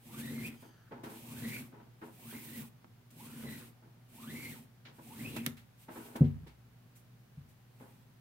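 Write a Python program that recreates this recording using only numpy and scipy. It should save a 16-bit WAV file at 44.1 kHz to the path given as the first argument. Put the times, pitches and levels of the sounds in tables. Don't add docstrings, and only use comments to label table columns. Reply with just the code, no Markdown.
import sys
import numpy as np
from scipy import signal
from scipy.fft import rfft, irfft
from scipy.io import wavfile

SR = 44100
rng = np.random.default_rng(int(sys.argv[2]) if len(sys.argv) > 2 else 0)


def master_out(mix):
    frames = np.transpose(np.atleast_2d(mix))
    ceiling = np.clip(frames, -1, 1)
    pcm = np.round(ceiling * 32767).astype(np.int16)
    wavfile.write(sys.argv[1], SR, pcm)


N = 361840
TIME = np.arange(N) / SR
BINS = np.fft.rfftfreq(N, 1 / SR)
PORT_LAG_S = 4 / SR
BRISK_HZ = 2000

# time_s, weave_rate_hz, grip_db
STROKES = [
    [(.08, 720, 1), (.16, 1350, 0.5), (.225, 1830, 0.5), (.3, 1950, 0), (.35, 2100, -5.5), (.41, 2120, 2.5),
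     (.475, 2610, 4.5), (.51, 2400, -39), (.56, 700, -22)],
    [(1.24, 750, 2.5), (1.3, 950, 0.5), (1.37, 1500, -2), (1.44, 1950, 0), (1.51, 2120, -0.5),
     (1.55, 2317, 6.5), (1.61, 2100, -10.5), (1.64, 1100, -29), (1.67, 700, -21)],
    [(2.21, 820, -1), (2.28, 1220, -4), (2.35, 2100, 4.5), (2.42, 2200, -14), (2.48, 1880, -9),
     (2.53, 1950, -6), (2.58, 2058, 3), (2.635, 1060, -2.5)],
    [(3.2, 880, 4), (3.26, 1130, 8), (3.32, 1520, -10), (3.41, 1560, -4), (3.46, 2000, 2),
     (3.52, 1933, 4.5), (3.6, 1850, -2), (3.66, 1045, -17)],
    [(4.17, 860, 0), (4.25, 1270, -4.5), (4.32, 2110, -4), (4.39, 2233, -2), (4.46, 2198, 3.5),
     (4.52, 2100, -1.5), (4.56, 1000, -5), (4.61, 700, -5.5)],
    [(5.07, 720, -1.5), (5.13, 950, -2), (5.17, 1708, -10), (5.21, 2150, -1.5), (5.27, 2650, 2.5),
     (5.32, 3000, -14), (5.37, 2600, 0.5), (5.43, 2500, -16)],
]
# frequency_hz, level_db
CORD_SPECTRUM = [(300, -45), (900, 0.5), (1400, -12.5), (2400, 2), (3100, -2), (3700, -3.5), (5000, -7),
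                 (7000, -6), (8450, -0.5), (9800, -3.5), (11000, -2.5), (14000, -0.5), (16000, -4.5)]


def amp(db):
    return 10 ** (np.asarray(db) / 20)


def unit(x):
    return x / np.sqrt(np.mean(x ** 2) + 1e-20)


def read(points, hz):
    f, value = np.transpose(points)
    return np.interp(np.log(hz + 1), np.log(f + 1), value)


def wander(rate_hz):
    return unit(irfft(rfft(rng.standard_normal(N)) / (1 + (BINS / rate_hz) ** 4), N))


def resonances(modes):
    return sum(amp(db) / (1 + 1j * (BINS / hz - hz / (BINS + 1)) * hz / width)
               for hz, width, db in modes)


def bursts(rows, rise):
    envelope, age = np.zeros(N), TIME[:SR]
    for start, db, t60 in rows:
        part = envelope[round(start * SR):][:SR]
        swell = 1 - np.exp(-age / (rise * t60))
        part += (amp(db - 60 * age / t60) * swell)[:len(part)]
    return envelope


def ports(near, stray):
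    # frequency_hz, likeness
    likeness = [(120, 6), (300, 1.07), (700, -0.1), (2500, -0.14), (8000, 0), (15000, .05)]
    # frequency_hz, left_minus_right_db
    balance = [(120, 0.3), (250, 0), (600, 1), (3000, 0.3), (8000, -2.3), (15000, -2)]
    same = np.sqrt(np.clip(read(likeness, BINS), 0, 1))
    shared = rfft(near) * np.sqrt((1 + same) / 2)
    apart = rfft(stray) * np.sqrt((1 - same) / 2)
    pan = amp(read(balance, BINS) / 2) * np.exp(-1j * np.pi * BINS * PORT_LAG_S)
    return irfft(np.array([(shared + apart) * pan, (shared - apart) / pan]), N)


def rubbing(gain, grain):
    slips = rng.standard_normal((2, N)) * np.exp(grain * wander(1560))
    return unit(ports(*irfft(rfft(slips) * gain, N)))


def fizz(from_hz):
    return rubbing(1 / np.sqrt(1 + (from_hz / (BINS + 1)) ** 10), grain=.2)


def hand(run_up_s=.13, run_out_s=.09):
    points = []
    for rows in STROKES:
        first, last = rows[0], rows[-1]
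        points += [(first[0] - run_up_s, 0, first[2]), *rows, (last[0] + run_out_s, 0, last[2])]
    times, rate, grip = np.transpose(points)
    return np.interp(TIME, times, rate), np.interp(TIME, times, grip)


def seat(column):
    columns = ["zip_db", "shake_db", "hiss_db", "fizz_db", "unevenness"]
    pulls = [(0, 2, -.3, -20, .035), (-1.8, 4, 1.2, -18, .06), (-3.5, -2, -.2, 1, .05),
             (-7, .5, -2.6, -16, .04), (.8, -.3, -.8, -20, .04), (0, 2, -.6, -20, .033)]
    values = np.array(pulls)[:, columns.index(column)]
    ends = [(rows[0][0], rows[-1][0]) for rows in STROKES]
    return np.interp(TIME, np.ravel(ends), np.repeat(values, 2))


def shaking(base_db=-50, grip_share=.19, speed_power=1.24, lag_s=.012):
    rate, grip = hand()
    gain = amp(base_db + seat("shake_db") + grip_share * grip) * (rate / BRISK_HZ) ** speed_power
    return np.interp(TIME - lag_s, TIME, gain)


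def room(x, wet_db):
    # frequency_hz, t60_s
    decay = [(100, 0.49), (500, 0.46), (3000, 0.22), (14000, 0.24)]
    taps = rng.standard_normal((2, SR // 2)) * (rng.random((2, SR // 2)) < .08)
    taps *= TIME[:SR // 2] > .004
    hz, t, spectra = signal.stft(taps, SR, nperseg=256)
    tail = signal.istft(spectra * amp(-60 * t / read(decay, hz)[:, None]), SR, nperseg=256)[1]
    return x + amp(wet_db) * signal.fftconvolve(x, tail / np.linalg.norm(tail[0]), axes=1)[:, :N]


def room_tone(air_db=-63, waver=.057):
    # frequency_hz, level_db
    air_spectrum = [(15, -44), (25, -21), (91, -28.5), (101, -7.5), (122, -6.5), (204, -15.5), (246, -18.5),
                    (322, -24), (703, -27.5), (762, -25.5), (919, -29), (1710, -31), (4870, -38.5),
                    (8130, -43.5), (15500, -39)]
    # frequency_hz, likeness
    likeness = [(60, 0.67), (180, 0.95), (550, 0.15), (1650, 0.21), (4970, -0.78), (15000, -1.3)]
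    # pitch_hz, level_db
    harmonics = [(60, -79), (120, -63.5), (240, -76), (360, -87.5)]
    left, stray = rfft(rng.standard_normal((2, N)))
    same = np.clip(read(likeness, BINS), 0, 1)
    right = same * left + np.sqrt(1 - same ** 2) * stray
    air = unit(irfft(np.array([left, right]) * amp(read(air_spectrum, BINS)), N))
    hum = sum(amp(db) * np.sqrt(2) * np.sin(2 * np.pi * (hz * TIME + rng.random()))
              for hz, db in harmonics)
    return amp(air_db) * air + hum * (1 + waver * wander(4.3))


def regrip(start_s=.54, end_s=.93, from_hz=1630, to_hz=1490, base_db=-71, overtones_db=-3):
    rate = np.interp(TIME, [start_s, end_s], [from_hz, to_hz])
    along = np.clip((TIME - start_s) / (end_s - start_s), 0, 1)
    phase = 2 * np.pi * np.cumsum(rate * (1 + .018 * wander(220))) / SR
    overtones = sum(np.sin(k * phase) / np.sqrt(k) for k in range(2, 5))
    tone = along * np.sin(phase) + amp(overtones_db) * (1 - along) * overtones
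    swell = 4 * np.sqrt(along * (1 - along))
    tone *= amp(base_db) * swell * wander(280)
    return np.array([tone, tone])


def flops(patter=.28, top_hz=2300):
    # start_s, level_db, t60_s
    landings = [(.622, -51.5, 0.34), (.909, -42, 0.39), (1.032, -41.5, 0.48), (1.718, -52, 0.6),
                (1.8, -54, 0.089), (2.012, -42, .3), (2.32, -48.5, 0.27), (2.843, -47, 0.034),
                (3.426, -48, 0.33), (3.82, -59, 0.47), (4.853, -55.5, 0.49), (4.982, -51, 0.18),
                (5.361, -35.5, 0.085), (5.88, -42, 0.31), (5.956, -41.5, 0.29), (6.048, -54, 1),
                (6.152, -37.5, 0.16), (6.463, -53, 0.17), (7.795, -49.5, 0.41)]
    # pitch_hz, width_hz, level_db
    table_modes = [(249, 63, 4), (326.6, 12.3, 5), (411.4, 36, 1), (523.5, 38, -5.5), (651, 90, -7.5),
                   (820, 81, -3.5), (930, 35, -4.5), (1210, 67, -28), (1288, 38, -9.5), (1450, 52, -9)]
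    taps = bursts(landings, rise=.017) * rng.standard_normal((2, N))
    taps *= unit(np.exp(patter * wander(470)))
    table = resonances(table_modes) / (1 + 1j * BINS / top_hz) ** 2
    table /= np.sqrt(np.mean(abs(table) ** 2))
    return ports(*irfft(rfft(taps) * table, N))


def snaps(rise=.028):
    # start_s, level_db, t60_s, bright_edge_db
    slips = [(1.033, -52.5, 0.25, 0.5), (2.844, -62, .021, -19), (3.103, -63, 0.12, 6),
             (4.85, -49.5, .2, -21), (5.363, -40, 0.087, -2), (5.463, -24.5, 0.012, 4),
             (5.464, -40, 0.067, -16), (5.566, -56, 0.22, -2.5), (6.158, -45, 0.08, 0.5),
             (6.24, -56.5, .2, -11), (6.467, -56.5, 0.19, -7.5), (6.953, -66.5, 0.21, 9.5),
             (7.485, -70.5, .2, 7.5)]
    # frequency_hz, level_db
    spectrum = [(200, -8), (1000, 2), (2200, 10), (3000, 6), (3700, 6), (5000, 0), (7000, -10.5),
                (10000, -47), (16000, -38)]
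    rasp = bursts([(start, db, t60) for start, db, t60, edge in slips], rise)
    bright = bursts([(start, db + edge, t60) for start, db, t60, edge in slips], rise)
    return rasp * rubbing(amp(read(spectrum, BINS)), grain=.091) + bright * fizz(from_hz=5700)


def knocks(build_s=.0036, boom_below_hz=200, low_cut_hz=65, rattle_db=-47):
    # start_s, level_db, contact_s, boom_db
    blows = [(5.4628, -23.5, 0.0014, -11), (6.2071, -9, 0.0013, -2.5), (6.426, -36, 0.0053, -0.5),
             (7.372, -29.5, 0.0073, 0)]
    # pitch_hz, level_db, t60_s
    modes = [(64.4, -28.5, 0.98), (92.8, -14.5, 0.49), (144, -2, 0.25), (159.2, 1, 0.12), (232, -8, 0.22),
             (255.3, -10, 0.17), (386, -18, 0.17), (462, -23, 0.22), (523, -13.5, 0.077), (602, -22, 0.15),
             (757, -27, 0.25)]
    # frequency_hz, level_db
    rattle_spectrum = [(150, 4), (450, -40), (850, 10), (1500, 8), (2500, 5), (3700, -3), (5000, -14),
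                       (15000, -8)]
    t = TIME[:SR]
    thump = np.zeros(N)
    for start, blow_db, contact, boom_db in blows:
        ring = sum(amp(db + boom_db * (hz < boom_below_hz) - 60 * t / t60) * np.sin(2 * np.pi * hz * t)
                   for hz, db, t60 in modes)
        ring *= 1 - np.exp(-t / build_s)
        age = np.maximum(TIME - start, 0) / contact
        push = age * np.exp(-4 * age)
        thump += signal.fftconvolve(amp(blow_db) * push / push.sum(), ring)[:N]
    thump = signal.sosfilt(signal.butter(4, low_cut_hz, "high", fs=SR, output="sos"), thump)
    rattle = np.sqrt(np.maximum(thump, 0)) * rubbing(amp(read(rattle_spectrum, BINS)), grain=.25)
    return ports(thump, np.zeros(N)) + amp(rattle_db) * rattle


def drag(gain_db=2, judder=.21, top_hz=520, scrape_db=-20):
    # pitch_hz, width_hz, level_db
    modes = [(142.6, 34, 10.5), (229.4, 17, 15.5), (245.2, 5.3, 1.5), (390, 13, -13), (486, 20, -19)]
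    body = resonances(modes) / np.sqrt(1 + (BINS / top_hz) ** 4) / (1 + (55 / (BINS + 1)) ** 4)
    scrape_band = 1 / (1 + (600 / (BINS + 1)) ** 4) / (1 + (BINS / 3000) ** 2)
    shake = shaking() * unit(np.exp(judder * wander(5.9)))
    scrape = rubbing(scrape_band, grain=.35)
    return amp(gain_db) * shake * (rubbing(body, grain=.05) + amp(scrape_db) * scrape)


def hiss(gain_db=3, wrap_db=-54, grip_share=.26, knee_hz=796, speed_power=2.64, flicker_db=1.5):
    # middle_s, half_length_s, level_db
    slides = [(0.618, 0.018, -64), (0.663, 0.032, -68), (1.144, 0.054, -58.5), (2.07, 0.062, -68),
              (4.97, 0.049, -72), (5.818, 0.036, -65.5), (5.957, 0.046, -61.5), (6.066, 0.12, -61),
              (7.88, 0.13, -72)]
    rate, grip = hand()
    speed = (rate / knee_hz) ** speed_power
    wrap = amp(wrap_db + seat("hiss_db") + grip_share * grip) * speed / (1 + speed)
    fingers = sum(amp(db) * np.exp(-((TIME - middle) / half) ** 2) for middle, half, db in slides)
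    fibres = (wrap + fingers) * rubbing(amp(read(CORD_SPECTRUM, BINS)), grain=.095)
    top = wrap * amp(seat("fizz_db")) * fizz(from_hz=15600)
    return amp(gain_db + flicker_db * wander(17)) * (fibres + top)


def ticking(rate, blur, second_db=-.5, third_db=-5, bright_hz=3350, width_hz=520):
    phase = 2 * np.pi * np.cumsum(rate * (1 + blur * wander(219.1))) / SR
    overtones = sum(amp(db) * np.sin(k * phase) / (1 + ((k * rate - bright_hz) / width_hz) ** 2)
                    for k, db in [(2, second_db), (3, third_db)])
    return np.sqrt(2) * (np.sin(phase) + overtones)


def zip_tone(base_db=-53.5, speed_power=1.19, colour=.49, rasp_db=-14):
    rate, grip = hand()
    stutter = unit(np.exp(.55 * np.clip(wander(70), -3, 1.5) + .5 * np.clip(wander(28), -3, 1.0)))
    resonance_db = colour * read(CORD_SPECTRUM, rate)
    gain = amp(base_db + seat("zip_db") + grip + resonance_db) * (rate / BRISK_HZ) ** speed_power
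    tight = gain * stutter * ticking(rate, blur=seat("unevenness"))
    loose = amp(rasp_db) * shaking() * ticking(rate, blur=.2) * wander(190)
    tone = tight + loose
    return np.array([np.interp(TIME - PORT_LAG_S, TIME, tone), tone])


def scene():
    rub = room(drag() + hiss() + flops(), wet_db=-13)
    zips = room(zip_tone() + regrip(), wet_db=-4)
    return rub + zips + room(snaps(), wet_db=-12.5) + room(knocks(), wet_db=-17.5) + room_tone()


def record(dry):
    low_pass = signal.firwin(511, cutoff=15850, window=("kaiser", 9), fs=SR)
    return signal.oaconvolve(dry, low_pass[None], "same")


dry = scene()
out = record(dry)
master_out(out)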